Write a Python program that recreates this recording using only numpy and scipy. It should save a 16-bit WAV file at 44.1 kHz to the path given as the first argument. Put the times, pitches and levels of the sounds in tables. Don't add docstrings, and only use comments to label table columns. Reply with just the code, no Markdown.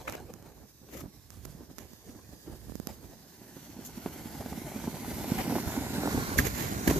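import sys
import numpy as np
from scipy import signal
from scipy.fft import rfft, irfft
from scipy.io import wavfile
from scipy.ndimage import map_coordinates

SR = 44100
rng = np.random.default_rng(int(sys.argv[2]) if len(sys.argv) > 2 else 0)


def persist_wave(psi):
    counts = np.round(np.clip(psi, -1, 1) * 32767).astype(np.int16)
    wavfile.write(sys.argv[1], SR, np.atleast_2d(counts).T)


N = 308352
TIME = np.arange(N) / SR
FREQS = np.fft.rfftfreq(N, 1 / SR)
EDGE_HZ = 14700

# time_s, level_db
GLIDE_LEVEL = [(0, -57.5), (.25, -62), (1.15, -61.5), (2.15, -59), (3.4, -57.5), (3.97, -55), (4.8, -52),
               (5.4, -46), (5.8, -45), (6.2, -42), (6.55, -45.5), (6.99, -42)]
# time_s, left_port_lag_ms, holder_echo_delay_ms (at the right port)
SLED_BEARING = [(0, -0.14, 0.38), (1.5, -0.036, 0.57), (2.2, -0.18, 0.64), (2.9, -0.06, 0.61),
                (4, -0.045, 0.68), (5, 0.038, 0.46), (5.4, 0.05, 0.38), (6, 0.118, 0.23),
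                (6.35, 0.32, 0.21), (6.6, 0.43, 0.26), (7, 0.27, 0.33)]
# time_s, drumming_above_friction_db
CRUST_ROUGHNESS = [(2.9, 7), (3.3, 2), (3.6, 3), (4.15, 7.5), (5.1, 9), (5.55, 10.5), (6.2, 7), (6.8, 7)]
# pitch_hz, density_db
HISS_FAR_COLOUR = [(600, -14), (1100, 0), (1350, -13), (1700, 0), (2200, -3), (3100, -4), (4000, -0.5),
                   (5000, 1.5), (6500, 1.5), (8800, -5.5), (10500, -3.5), (12600, 2), (14500, 0.5)]
# pitch_hz, density_db
HISS_NEAR_COLOUR = [(650, -1), (1100, -16), (1160, -4.5), (1400, -2), (1720, -3), (2120, 1), (2700, -4.5),
                    (2970, -3), (3390, -5), (4510, -3.5), (7290, -3.5), (8970, -9), (12200, 0),
                    (14000, -2.5), (15000, -21)]
# pitch_hz, density_db
HISS_PAST_COLOUR = [(650, -13), (1100, 9), (1230, 0.5), (1400, 12), (1800, 5.5), (2100, 6), (2500, -0.5),
                    (3040, -5.5), (3350, -4.5), (3820, 0.5), (7060, -2), (9370, -8.5), (12500, -4.5),
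                    (14200, -1), (15000, -32)]
# pitch_hz, left_over_right_db
BALANCE_FAR = [(800, -4), (1600, -8), (2600, 2), (5000, -4), (6800, -6.5), (8800, -0.5), (10500, -1),
               (12500, -9), (14000, 1)]
# pitch_hz, left_over_right_db
BALANCE_AHEAD = [(500, -12), (900, 28), (1500, -5.5), (2500, 3), (3400, -1.5), (5200, -3.5), (7300, -2),
                 (8300, 0), (10700, -0.5), (12100, -4.5), (13800, -1)]
# pitch_hz, left_over_right_db
BALANCE_ASIDE = [(1000, -4.5), (2500, 0.5), (4500, -2), (7100, -15.5), (8800, -1), (10000, -7),
                 (12300, -18), (14000, 3)]
# pitch_hz, likeness (0-1)
PORT_LIKENESS = [(500, 0.46), (1500, 0.74), (2700, 0.68), (5000, 0.58), (9500, 0), (14000, 0.1)]
# pitch_hz, density_db
HULL_COLOUR = [(53, -60), (90, -7.5), (151, -3.5), (236, -0.5), (344, -6.5), (387, -8), (457, -12.5),
               (508, -15), (732, -14.5), (1020, -17), (1170, -32), (1500, -21.5), (1950, -49), (3300, -120)]
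# pitch_hz, density_db
SCRAPE_COLOUR = [(150, -2), (300, 0.5), (500, -6), (800, 4.5), (1000, -8.5), (1200, -18), (1500, -8.5),
                 (2500, -17)]
# peak_s, flex_db, flex_hz, ring_s, grit_db, grit_length_s
HULL_BUMPS = [(3.417, -37.5, 200, 0.0027, -54, 0.066), (3.567, -34, 288, 0.0038, -53, 0.008),
              (3.696, -40, 300, 0.0069, -67, 0.0071), (3.769, -37, 198, 0.011, -45.5, 0.016),
              (3.791, -35, 237, 0.0071, -61, 0.0097), (3.976, -31, 228, 0.0077, -66, 0.0088),
              (4.0613, -21.5, 290, 0.0015, -31.5, 0.0039), (4.259, -32.5, 236, 0.0054, -62, 0.0068),
              (4.348, -31, 290, 0.0046, -56, 0.0084), (4.406, -33, 220, 0.0054, -40, 0.018),
              (4.461, -29.5, 245, 0.0055, -39, 0.0077), (4.524, -30.5, 247, 0.0058, -39.5, 0.01),
              (4.578, -28.5, 209, 0.0059, -51, 0.0069), (4.618, -34, 300, .005, -48, .007),
              (4.763, -27.5, 240, 0.0073, -46, 0.016), (4.841, -30, 252, 0.0065, -37, 0.014),
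              (4.879, -22, 234, 0.004, -39, 0.006), (4.931, -32, 149, 0.0028, -58, .007),
              (4.944, -28.5, 220, 0.0043, -39, 0.01), (5.081, -31, 273, 0.004, -54, .008),
              (5.21, -29.5, 227, .006, -43, 0.0088), (5.32, -17.5, 233, 0.0042, -45, 0.0049),
              (5.479, -22.5, 248, 0.0048, -41, .012), (5.498, -30, 260, 0.0048, -43, 0.019),
              (5.523, -27.5, 248, 0.0072, -32, 0.0099), (5.5597, -21.5, 343, .007, -29, 0.017),
              (5.777, -20, 260, 0.0072, -37, .008), (5.809, -29.5, 282, 0.01, -52, .008),
              (5.934, -30, 246, 0.0079, -36, 0.019), (6.036, -25, 330, 0.0044, -34, 0.006),
              (6.058, -24.5, 290, 0.0055, -27, 0.0064), (6.082, -27, 294, 0.01, -35, 0.012),
              (6.147, -21, 260, 0.0038, -41, 0.0092), (6.1774, -25, 263, 0.011, -32.5, 0.02),
              (6.223, -30, 250, 0.009, -46, .008), (6.32, -28, 257, 0.0065, -52, 0.0081)]
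# pitch_hz, density_db
RATTLE_COLOUR = [(200, 2.5), (450, 3.5), (900, -4.5), (1300, -18), (2500, -21), (6000, -26)]
# peak_s, level_db, pitch_hz
RIM_CLODS = [(4.061, -29, 684), (4.345, -45, 855), (4.411, -35.5, 754), (4.425, -34, 810),
             (4.461, -32, 774), (4.529, -33.5, 815), (4.72, -33, 680), (4.801, -36.5, 890),
             (4.841, -39, 825), (4.874, -31, 830), (5.047, -35, 820), (5.244, -32.5, 690),
             (5.466, -34, 790), (5.498, -33, 855), (5.512, -36, 880), (5.555, -26, 810),
             (5.584, -26.5, 950), (5.704, -35, 880), (5.722, -37, 925), (5.766, -28.5, 860),
             (5.864, -36, 850), (6.034, -26, 750), (6.075, -23.5, 815), (6.11, -34, 1000),
             (6.176, -30, 900), (6.317, -30, 925)]
# pitch_hz, density_db
CRUMB_COLOUR = [(300, -9), (500, 7), (1000, -3.5), (1500, -5), (2400, -9), (3500, -23), (7000, -22)]
# peak_s, rise_s, drag_s, decay_s, crunch_db, fizz_db, thud_db, left_over_right_db
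BOOT_CRUNCHES = [(.078, 0.003, 0.0029, 0.0085, -35.5, -48, -52, 5),
                 (.098, .001, 0.02, .006, -54, -57, -52, -7),
                 (.125, .0015, 0.025, .003, -44.5, -54, -54, 2),
                 (.152, .0015, 0.0015, 0.0033, -45, -60, -50, -1.5),
                 (.935, 0.026, 0.0086, .016, -54, -51.5, -47, 3),
                 (.97, 0.013, 0.047, 0.0065, -55, -51.5, -52, 5),
                 (1.8, 0.014, 0, 0.058, -62, -61.5, -68, -21),
                 (2.894, 0.0061, 0.0024, 0.028, -57, -55, -60, -1),
                 (3.851, 0.0048, 0.02, .015, -84, -43.5, -73, -1),
                 (5.382, 0.0023, 0.035, .004, -37.5, -44, -39, 1),
                 (6.382, .0037, 0.0042, .0064, -37.5, -32.5, -43, -10),
                 (6.389, 0.0063, 0.00087, 0.015, -28, -27, -23.5, -6),
                 (6.452, .008, 0.021, 0.0099, -36.5, -34, -36.5, -6),
                 (6.601, 0.06, 0.0081, 0.072, -40, -37.5, -40, -7),
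                 (6.876, 0.0015, 0.0028, 0.0063, -29, -27, -22.5, -7.5),
                 (6.9, .003, 0.0047, 0.008, -33, -35, -25, -8),
                 (6.958, 0.014, 0.011, .027, -53, -42, -27.5, -1)]
# pitch_hz, density_db
CRUNCH_COLOUR = [(150, 2), (450, 13.5), (700, 4.5), (950, 4), (1400, 0.5), (1800, 6), (2300, 5), (3000, -1),
                 (3700, -11.5), (4500, -14), (7000, -61)]
# pitch_hz, density_db
FIZZ_COLOUR = [(1500, -34), (3500, 0.5), (5000, 1), (6800, 12), (9000, -7), (10500, 4), (12300, 11.5),
               (14500, 5)]
# pitch_hz, density_db
THUD_COLOUR = [(20, -40), (38, 7), (60, 6.5), (110, -6), (220, 2), (380, 3), (600, -21), (1500, -62)]
# peak_s, rise_s, decay_s, level_db
BOOT_TWISTS = [(.083, 0.0026, 0.021, -45.5), (0.971, 0.004, 0.013, -47), (1.01, 0.0069, 0.0062, -49),
               (1.328, 0.017, 0.023, -60), (2.894, 0.0069, .015, -61)]
# pitch_hz, density_db
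SQUEAK_COLOUR = [(600, -33), (1000, -6), (1300, 3.5), (1600, -26), (2400, -31), (4200, -21), (5300, -9),
                 (6600, -10), (8000, -15)]
# peak_s, level_db, pitch_ratio (multiple of the crust's ring)
CRUST_CRACKS = [(.0795, -36.5, .68), (.09, -37, .33), (.14, -51, .85), (.152, -41, .36), (.941, -56, .5),
                (.972, -53, .72), (1.004, -53, .45), (1.013, -55, .65), (1.06, -50, .52),
                (6.3885, -18.5, 1), (6.879, -30.5, 1), (6.905, -44, 1.15)]
# pitch_hz (at ratio 1), level_db, decay_s
CRUST_RING = [(1636, 2.5, 0.0041), (1800, -1, 0.0051), (2066, 0, 0.0018)]
# peak_s, length_s (sets rise and fall), rub_db, thump_db
HAND_SLIPS = [(.01, 0.011, -49, -64), (0.1, 0.078, -50, -49), (0.226, 0.062, -52, -54),
              (0.334, 0.13, -52.5, -55), (0.474, 0.13, -53.5, -65), (0.578, 0.033, -58, -57),
              (0.638, 0.047, -51, -77), (0.846, 0.065, -60.5, -79), (0.96, 0.1, -58, -72),
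              (1.043, 0.074, -49.5, -52.5), (1.18, 0.064, -61, -60), (1.356, 0.13, -59, -50.5),
              (1.496, 0.11, -55, -47.5), (1.615, 0.073, -47.5, -63), (1.704, 0.013, -47, -69),
              (1.832, 0.13, -52.5, -53.5), (2.092, 0.025, -58, -45.5), (2.158, 0.13, -51.5, -59),
              (2.338, 0.047, -50, -54), (2.477, 0.015, -45, -64), (2.525, 0.082, -46.5, -55.5),
              (2.704, 0.19, -54.5, -48), (2.91, 0.073, -48, -50), (3.037, 0.052, -53, -52.5),
              (3.118, 0.12, -52.5, -57)]
# pitch_hz, density_db
CASE_COLOUR = [(70, 3.5), (130, 2), (220, 1), (340, 1), (500, -7.5), (750, -10), (1150, -19), (1700, -22),
               (2600, -41)]
# peak_s, length_s (sets rise and fall), level_db
SLEEVE_RUSTLES = [(0.017, 0.032, -46), (0.094, 0.029, -35), (0.18, 0.085, -47.5), (.305, 0.032, -50.5),
                  (0.372, 0.017, -62), (0.458, 0.13, -55), (0.501, 0.025, -56), (0.617, 0.057, -66),
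                  (0.894, 0.033, -52.5), (0.945, 0.031, -48.5), (.995, .035, -49.5), (1.06, 0.012, -53),
                  (1.813, .012, -59), (2.098, 0.26, -57), (2.34, .035, -66), (2.47, .012, -59),
                  (2.51, 0.034, -58), (2.902, 0.024, -46), (3.017, 0.13, -61), (3.13, 0.045, -56),
                  (6.384, 0.018, -37), (6.645, 0.11, -44), (6.88, .02, -38), (6.907, 0.019, -31),
                  (6.965, 0.036, -41)]
# pitch_hz, density_db
SLEEVE_COLOUR = [(150, -10), (350, -3.5), (550, 2.5), (850, -4.5), (1300, -13), (1800, -14.5),
                 (2800, -20.5), (6000, -22), (10000, -30)]
# start_s, tick_db, push_db
FINGER_TAPS = [(0.0977, -15, -45), (.1245, -17.5, -42), (.153, -21, -49), (0.201, -31, -47),
               (0.3385, -21.5, -34), (0.426, -30.5, -39), (.705, -46, -53), (1.3045, -21, -52),
               (1.371, -36, -38), (1.452, -20, -36), (1.4549, -17.5, -28), (1.784, -17, -34),
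               (1.7886, -19, -40), (1.9342, -29, -31), (2.683, -42, -30), (2.6969, -35, -23),
               (2.721, -41, -23), (2.755, -20, -18.5), (2.7999, -19.5, -17.5), (2.872, -10, -20.5)]
# pitch_hz, density_db
TICK_COLOUR = [(300, 5), (1300, 3), (3000, -7), (4200, -7.5), (6500, 2), (9000, -15), (12500, 2.5),
               (14500, -9)]
# peak_s, level_db, pitch_hz, decay_s
CAMERA_KNOCKS = [(.203, -37, 340, .002), (0.243, -43, 300, 0.0028), (0.306, -41, 212, 0.0048),
                 (.817, -45, 234, 0.0051), (.956, -37, 258, .004), (.972, -38, 267, 0.0051),
                 (1.018, -38, 260, .004), (1.033, -37, 150, 0.0036), (1.04, -36, 280, 0.0036),
                 (1.0601, -34, 230, 0.0034), (1.081, -40, 200, .008), (1.502, -50, 213, 0.0044),
                 (1.551, -40, 181, .006), (1.608, -41, 300, 0.004), (1.714, -39, 261, 0.0028),
                 (1.81, -39, 222, 0.0033), (2.095, -38, 260, 0.0064), (2.162, -41, 262, .003),
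                 (2.293, -38, 169, 0.0036), (2.335, -42, 275, 0.0041), (2.481, -31.5, 338, 0.0037),
                 (2.498, -39, 316, .004), (2.673, -34, 120, 0.0054), (2.908, -37, 238, 0.0044),
                 (6.878, -12.5, 324, 0.0015), (6.893, -14.5, 284, 0.0034), (6.912, -14.5, 312, 0.003),
                 (6.925, -29, 300, 0.0045), (6.946, -23, 250, 0.0029), (6.96, -24, 290, 0.0066),
                 (6.981, -24, 340, 0.0054)]
# peak_s, level_db
CAMERA_JOLTS = [(6.387, -27), (6.881, -25)]
# pitch_hz, density_db
AIR_COLOUR = [(15, -42), (30, -24), (45, -5.5), (65, 0.5), (100, -3.5), (160, -9.5), (400, -38.5)]


def hiss(far_db=2, near_db=4.5, past_db=3, flutter_db=1.2, near_s=3.72, past_s=5.73, turn_s=0.95):
    same = np.clip(read(PORT_LIKENESS, FREQS), 0, 1)
    straight = rfft(from_sled(grains(per_s=14000, spread_db=6.5)))
    scattered = rfft(rng.standard_normal((2, N)))
    snow = holder_echo(irfft(same * straight + np.sqrt(1 - same ** 2) * scattered, N))
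    snow = patchy(snow, db=1.6, span_hz=450, span_s=0.3)
    near = np.clip(.5 + (TIME - near_s) / turn_s, 0, 1)
    past = np.clip(.5 + (TIME - past_s) / turn_s, 0, 1)
    places = [
        (1 - near, HISS_FAR_COLOUR, BALANCE_FAR, far_db),
        (near - past, HISS_NEAR_COLOUR, BALANCE_AHEAD, near_db),
        (past, HISS_PAST_COLOUR, BALANCE_ASIDE, past_db),
    ]
    out = np.zeros((2, N))
    for share, tone, balance, db in places:
        heard = irfft(rfft(colour(snow, tone)) * sides(read(balance, FREQS)), N)
        out += share * gain_of(db) * evened(heard)
    return out * gain_of(follow(GLIDE_LEVEL) + flutter_db * wander(hz=22.4))


def hull(drum_db=-1.5, surge_db=1.5, scatter=0.23, scrape_db=-1.0, clump_db=3.5):
    lumpiness = wander(hz=18)
    glide_db = follow(GLIDE_LEVEL)
    blows = from_sled(grains(per_s=900, spread_db=1.5)) + scatter * rng.standard_normal((2, N))
    drum = evened(colour(blows * gain_of(surge_db * lumpiness), HULL_COLOUR))
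    drum = drum * gain_of(glide_db + follow(CRUST_ROUGHNESS) + drum_db) * sides(db=-2.5)
    grit = from_sled(grains(per_s=600, spread_db=0.5)) + 0.29 * rng.standard_normal((2, N))
    grit = grit * gain_of(clump_db * lumpiness)
    scrape = patchy(colour(grit, SCRAPE_COLOUR), db=5.5, span_hz=260, span_s=0.043)
    scrape = scrape * gain_of(glide_db + scrape_db) * sides(db=2.5)
    drum_fade = np.clip((TIME - 2.8) / 0.72, 0, 1)
    scrape_fade = np.clip((TIME - 3.0) / 1.5, 0, 1)
    return drum * drum_fade + scrape * scrape_fade


def bumps(flex_db=0, rise_share=0.27, shake_db=-15, shake_s=0.021, grit_db=0, grit_rise_share=0.18):
    flexed, shaken, broken = np.zeros((3, N))
    t = np.arange(-1000, 4000) / SR
    for s, db, hz, ring_s, crust_db, crust_s in HULL_BUMPS:
        swing = -np.cos(2 * np.pi * hz * t) * peaked(t, rise_share * ring_s, ring_s)
        add(flexed, s + t[0], gain_of(db + flex_db) * swing)
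        add(shaken, s + t[0], gain_of(db + shake_db) * peaked(t, ring_s, shake_s))
        grind = peaked(t, grit_rise_share * crust_s, crust_s)
        add(broken, s + t[0], gain_of(crust_db + grit_db) * grind)
    shudder = shaken * evened(colour(rng.standard_normal(N), HULL_COLOUR))
    rattle = broken * evened(colour(rng.standard_normal(N), RATTLE_COLOUR))
    return from_sled(flexed + shudder + rattle) * sides(db=-3.5)


def clods(ring_db=2, rise_s=0.0004, ring_s=0.0014, crumble_db=-9, crumble_s=0.004):
    rung, burst = np.zeros((2, N))
    t = np.arange(-500, 2000) / SR
    for s, db, hz in RIM_CLODS:
        ring = np.cos(2 * np.pi * hz * t) * peaked(t, rise_s, ring_s)
        add(rung, s + t[0], gain_of(db + ring_db) * ring)
        add(burst, s + t[0], gain_of(db + crumble_db) * peaked(t, rise_s, crumble_s))
    crumbs = evened(colour(grains(per_s=2400, spread_db=2.5), CRUMB_COLOUR))
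    return from_sled(rung + burst * crumbs) * sides(db=0)


def boots(crunch_db=0, fizz_db=0.5, thud_db=-1, shared=0.39):
    left, right, both = (grains(per_s=6000, spread_db=4.2) for _ in range(3))
    snow = np.array([left, right]) + shared * both
    crunch = patchy(colour(snow, CRUNCH_COLOUR), db=1.5, span_hz=500, span_s=0.056)
    fizz = patchy(colour(snow, FIZZ_COLOUR), db=1.5, span_hz=500, span_s=0.056)
    thud = evened(colour(rng.standard_normal(N), THUD_COLOUR))
    out = np.zeros((2, N))
    for s, rise, drag, decay, mid_db, high_db, low_db, pan_db in BOOT_CRUNCHES:
        span = slice(max(int((s - .15) * SR), 0), int((s + .3) * SR))
        press = peaked(TIME[span] - s, rise, decay, drag)
        snap = gain_of(mid_db + crunch_db) * crunch[:, span] + gain_of(high_db + fizz_db) * fizz[:, span]
        weight = gain_of(low_db + thud_db) * thud[span]
        out[:, span] += press * (snap * sides(pan_db) + weight * sides(db=2.0))
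    return out


def squeak(trim_db=0, clump_db=4.0, apart=0.45):
    slips = grains(per_s=470, spread_db=-1.5) + apart * rng.standard_normal((2, N))
    slips = slips * gain_of(clump_db * wander(hz=90))
    press = sum(gain_of(db + trim_db) * swell(s, rise, decay) for s, rise, decay, db in BOOT_TWISTS)
    return evened(colour(slips, SQUEAK_COLOUR)) * press * sides(db=-1)


def crack(rise_s=0.001, lag_ms=0.48):
    t, out = np.arange(-500, 2000) / SR, np.zeros(N)
    for s, level_db, pitch in CRUST_CRACKS:
        for hz, db, decay in CRUST_RING:
            tone = np.sin(2 * np.pi * (pitch * hz * t + rng.random()))
            add(out, s + t[0], gain_of(db + level_db) * peaked(t, rise_s, decay) * tone)
    return np.array([delayed(out, lag_ms), out]) * sides(db=-6)


def grip(trim_db=2, resting_db=-63, surge_db=1.5, apart=0.62):
    friction = grains(per_s=1500, spread_db=1.5) + apart * rng.standard_normal((2, N))
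    rub = evened(colour(friction * gain_of(surge_db * wander(hz=34.5)), CASE_COLOUR))
    slips = sum(gain_of(db + trim_db) * slip(s, length) for s, length, db, _ in HAND_SLIPS)
    return rub * np.hypot(slips, gain_of(resting_db)) * sides(db=-4.5)


def sleeve(trim_db=0, clump_db=3.5, apart=0.49):
    catches = grains(per_s=1100, spread_db=0.5) + apart * rng.standard_normal((2, N))
    catches = catches * gain_of(clump_db * wander(hz=60))
    cloth = patchy(colour(catches, SLEEVE_COLOUR), db=5.5, span_hz=300, span_s=0.07)
    brushing = sum(gain_of(db + trim_db) * slip(s, length) for s, length, db in SLEEVE_RUSTLES)
    return cloth * brushing * sides(db=0.0)


def fingers(tick_db=4, grit=0.091, grit_s=0.0012, push_db=0, push_hz=190, push_s=0.0023):
    t, ticks, pushes = np.arange(2000) / SR, np.zeros(N), np.zeros(N)
    push = -np.cos(2 * np.pi * push_hz * t) * np.exp(-t / push_s) * (1 - np.exp(-t / 0.0003))
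    for s, high_db, low_db in FINGER_TAPS:
        trace = grit * rng.standard_normal(len(t)) * np.exp(-t / grit_s)
        add(ticks, s, gain_of(high_db + tick_db) * (trace - (t == 0)))
        add(pushes, s, gain_of(low_db + push_db) * push)
    smeared = signal.lfilter([.6, 0, 0, 1], [1, 0, 0, .6], colour(ticks, TICK_COLOUR))
    return (smeared + pushes) * gain_of([[-26], [1]])


def knocks(trim_db=0, rise_s=0.0013):
    t, jarred = np.arange(-1000, 4000) / SR, np.zeros(N)
    for s, db, hz, decay in CAMERA_KNOCKS:
        swing = peaked(t, rise_s, decay) * -np.cos(2 * np.pi * hz * t)
        add(jarred, s + t[0], gain_of(db + trim_db) * swing)
    return jarred * sides(db=-3)


def air(calm_db=-67, sled_db=1, gust_db=4.0, thump_db=0, jolt_rise_s=0.0037, jolt_s=0.06, apart=0.57):
    noise = rng.standard_normal(N) + apart * rng.standard_normal((2, N))
    passing = gain_of(follow(GLIDE_LEVEL) + sled_db + gust_db * wander(hz=21))
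    passing = passing * np.clip((TIME - 3.4) / 0.72, 0, 1)
    thumps = sum(gain_of(db + thump_db) * slip(s, length) for s, length, _, db in HAND_SLIPS) * sides(db=-10)
    jolts = sum(gain_of(db) * swell(s, jolt_rise_s, jolt_s) for s, db in CAMERA_JOLTS)
    level = np.sqrt(gain_of(calm_db) ** 2 + passing ** 2 + thumps ** 2 + jolts ** 2)
    return evened(colour(noise, AIR_COLOUR)) * level * sides(db=-0.5)


def from_sled(x):
    return np.array([delayed(x, follow(SLED_BEARING)), x])


def holder_echo(x):
    ms = follow(SLED_BEARING, axis=2)
    left_echo = .14 * delayed(x[0], 1.75 * ms)
    right_echo = .22 * delayed(x[1], ms)
    return x + np.array([left_echo, right_echo])


def delayed(x, ms):
    return map_coordinates(x, [np.arange(N) - ms * SR / 1000], order=3)


def grains(per_s, spread_db):
    size = gain_of(spread_db * np.minimum(rng.exponential(1, N), 4))
    struck = rng.random(N) < per_s / SR
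    return evened(size * rng.choice([-1, 1], N) * struck)


def patchy(x, db, span_hz, span_s):
    hz, t, z = signal.stft(x, SR, nperseg=512)
    field = rng.standard_normal(z.shape[-2:])
    across = np.fft.fftfreq(len(hz), hz[1])[:, None]
    along = np.fft.fftfreq(len(t), t[1])
    blur = np.exp(-(across * span_hz) ** 2 - (along * span_s) ** 2)
    field = np.fft.ifft2(np.fft.fft2(field) * blur).real
    _, drifting = signal.istft(z * gain_of(db * evened(field)), SR, nperseg=512)
    return evened(drifting[..., :N])


def wander(hz):
    return evened(irfft(rfft(rng.standard_normal(N)) / (1 + (FREQS / hz) ** 4), N))


def peaked(t, rise_s, decay_s, hold_s=0):
    rise = np.minimum(t, 0) / abs(rise_s)
    fall = np.maximum(t - hold_s, 0) / abs(decay_s)
    return np.exp(np.maximum(rise - fall, -30))


def swell(s, rise_s, decay_s):
    return peaked(TIME - s, rise_s, decay_s)


def slip(s, length, rise_share=0.6, fall_share=0.45):
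    return swell(s, rise_share * length, fall_share * length)


def add(mix, s, sound):
    part = mix[..., max(round(s * SR), 0):][..., :sound.shape[-1]]
    part += sound[..., :part.shape[-1]]


def colour(x, points):
    return irfft(rfft(x) * gain_of(read(points, FREQS)), N)


def read(points, hz):
    f, value = np.transpose(points)
    return np.interp(np.log(hz + 1), np.log(f + 1), value)


def follow(rows, axis=1):
    return np.interp(TIME, np.transpose(rows)[0], np.transpose(rows)[axis])


def sides(db):
    return gain_of(np.array([[.5], [-.5]]) * db)


def gain_of(db):
    return 10 ** (np.asarray(db) / 20)


def evened(x):
    return x / np.sqrt(np.mean(x ** 2) + 1e-20)


def scene():
    sled = hiss() + hull() + bumps() + clods()
    holder = boots() + squeak() + crack() + grip() + sleeve() + fingers() + knocks() + air()
    return sled + holder


def record(dry, low_cut_hz=38):
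    bass_cut = signal.butter(3, low_cut_hz, "high", fs=SR, output="sos")
    heard = signal.sosfiltfilt(bass_cut, dry)
    band_limit = signal.firwin(511, EDGE_HZ, window=("kaiser", 9), fs=SR)
    return signal.oaconvolve(heard, band_limit[None], "same")


dry = scene()
out = record(dry)
persist_wave(out)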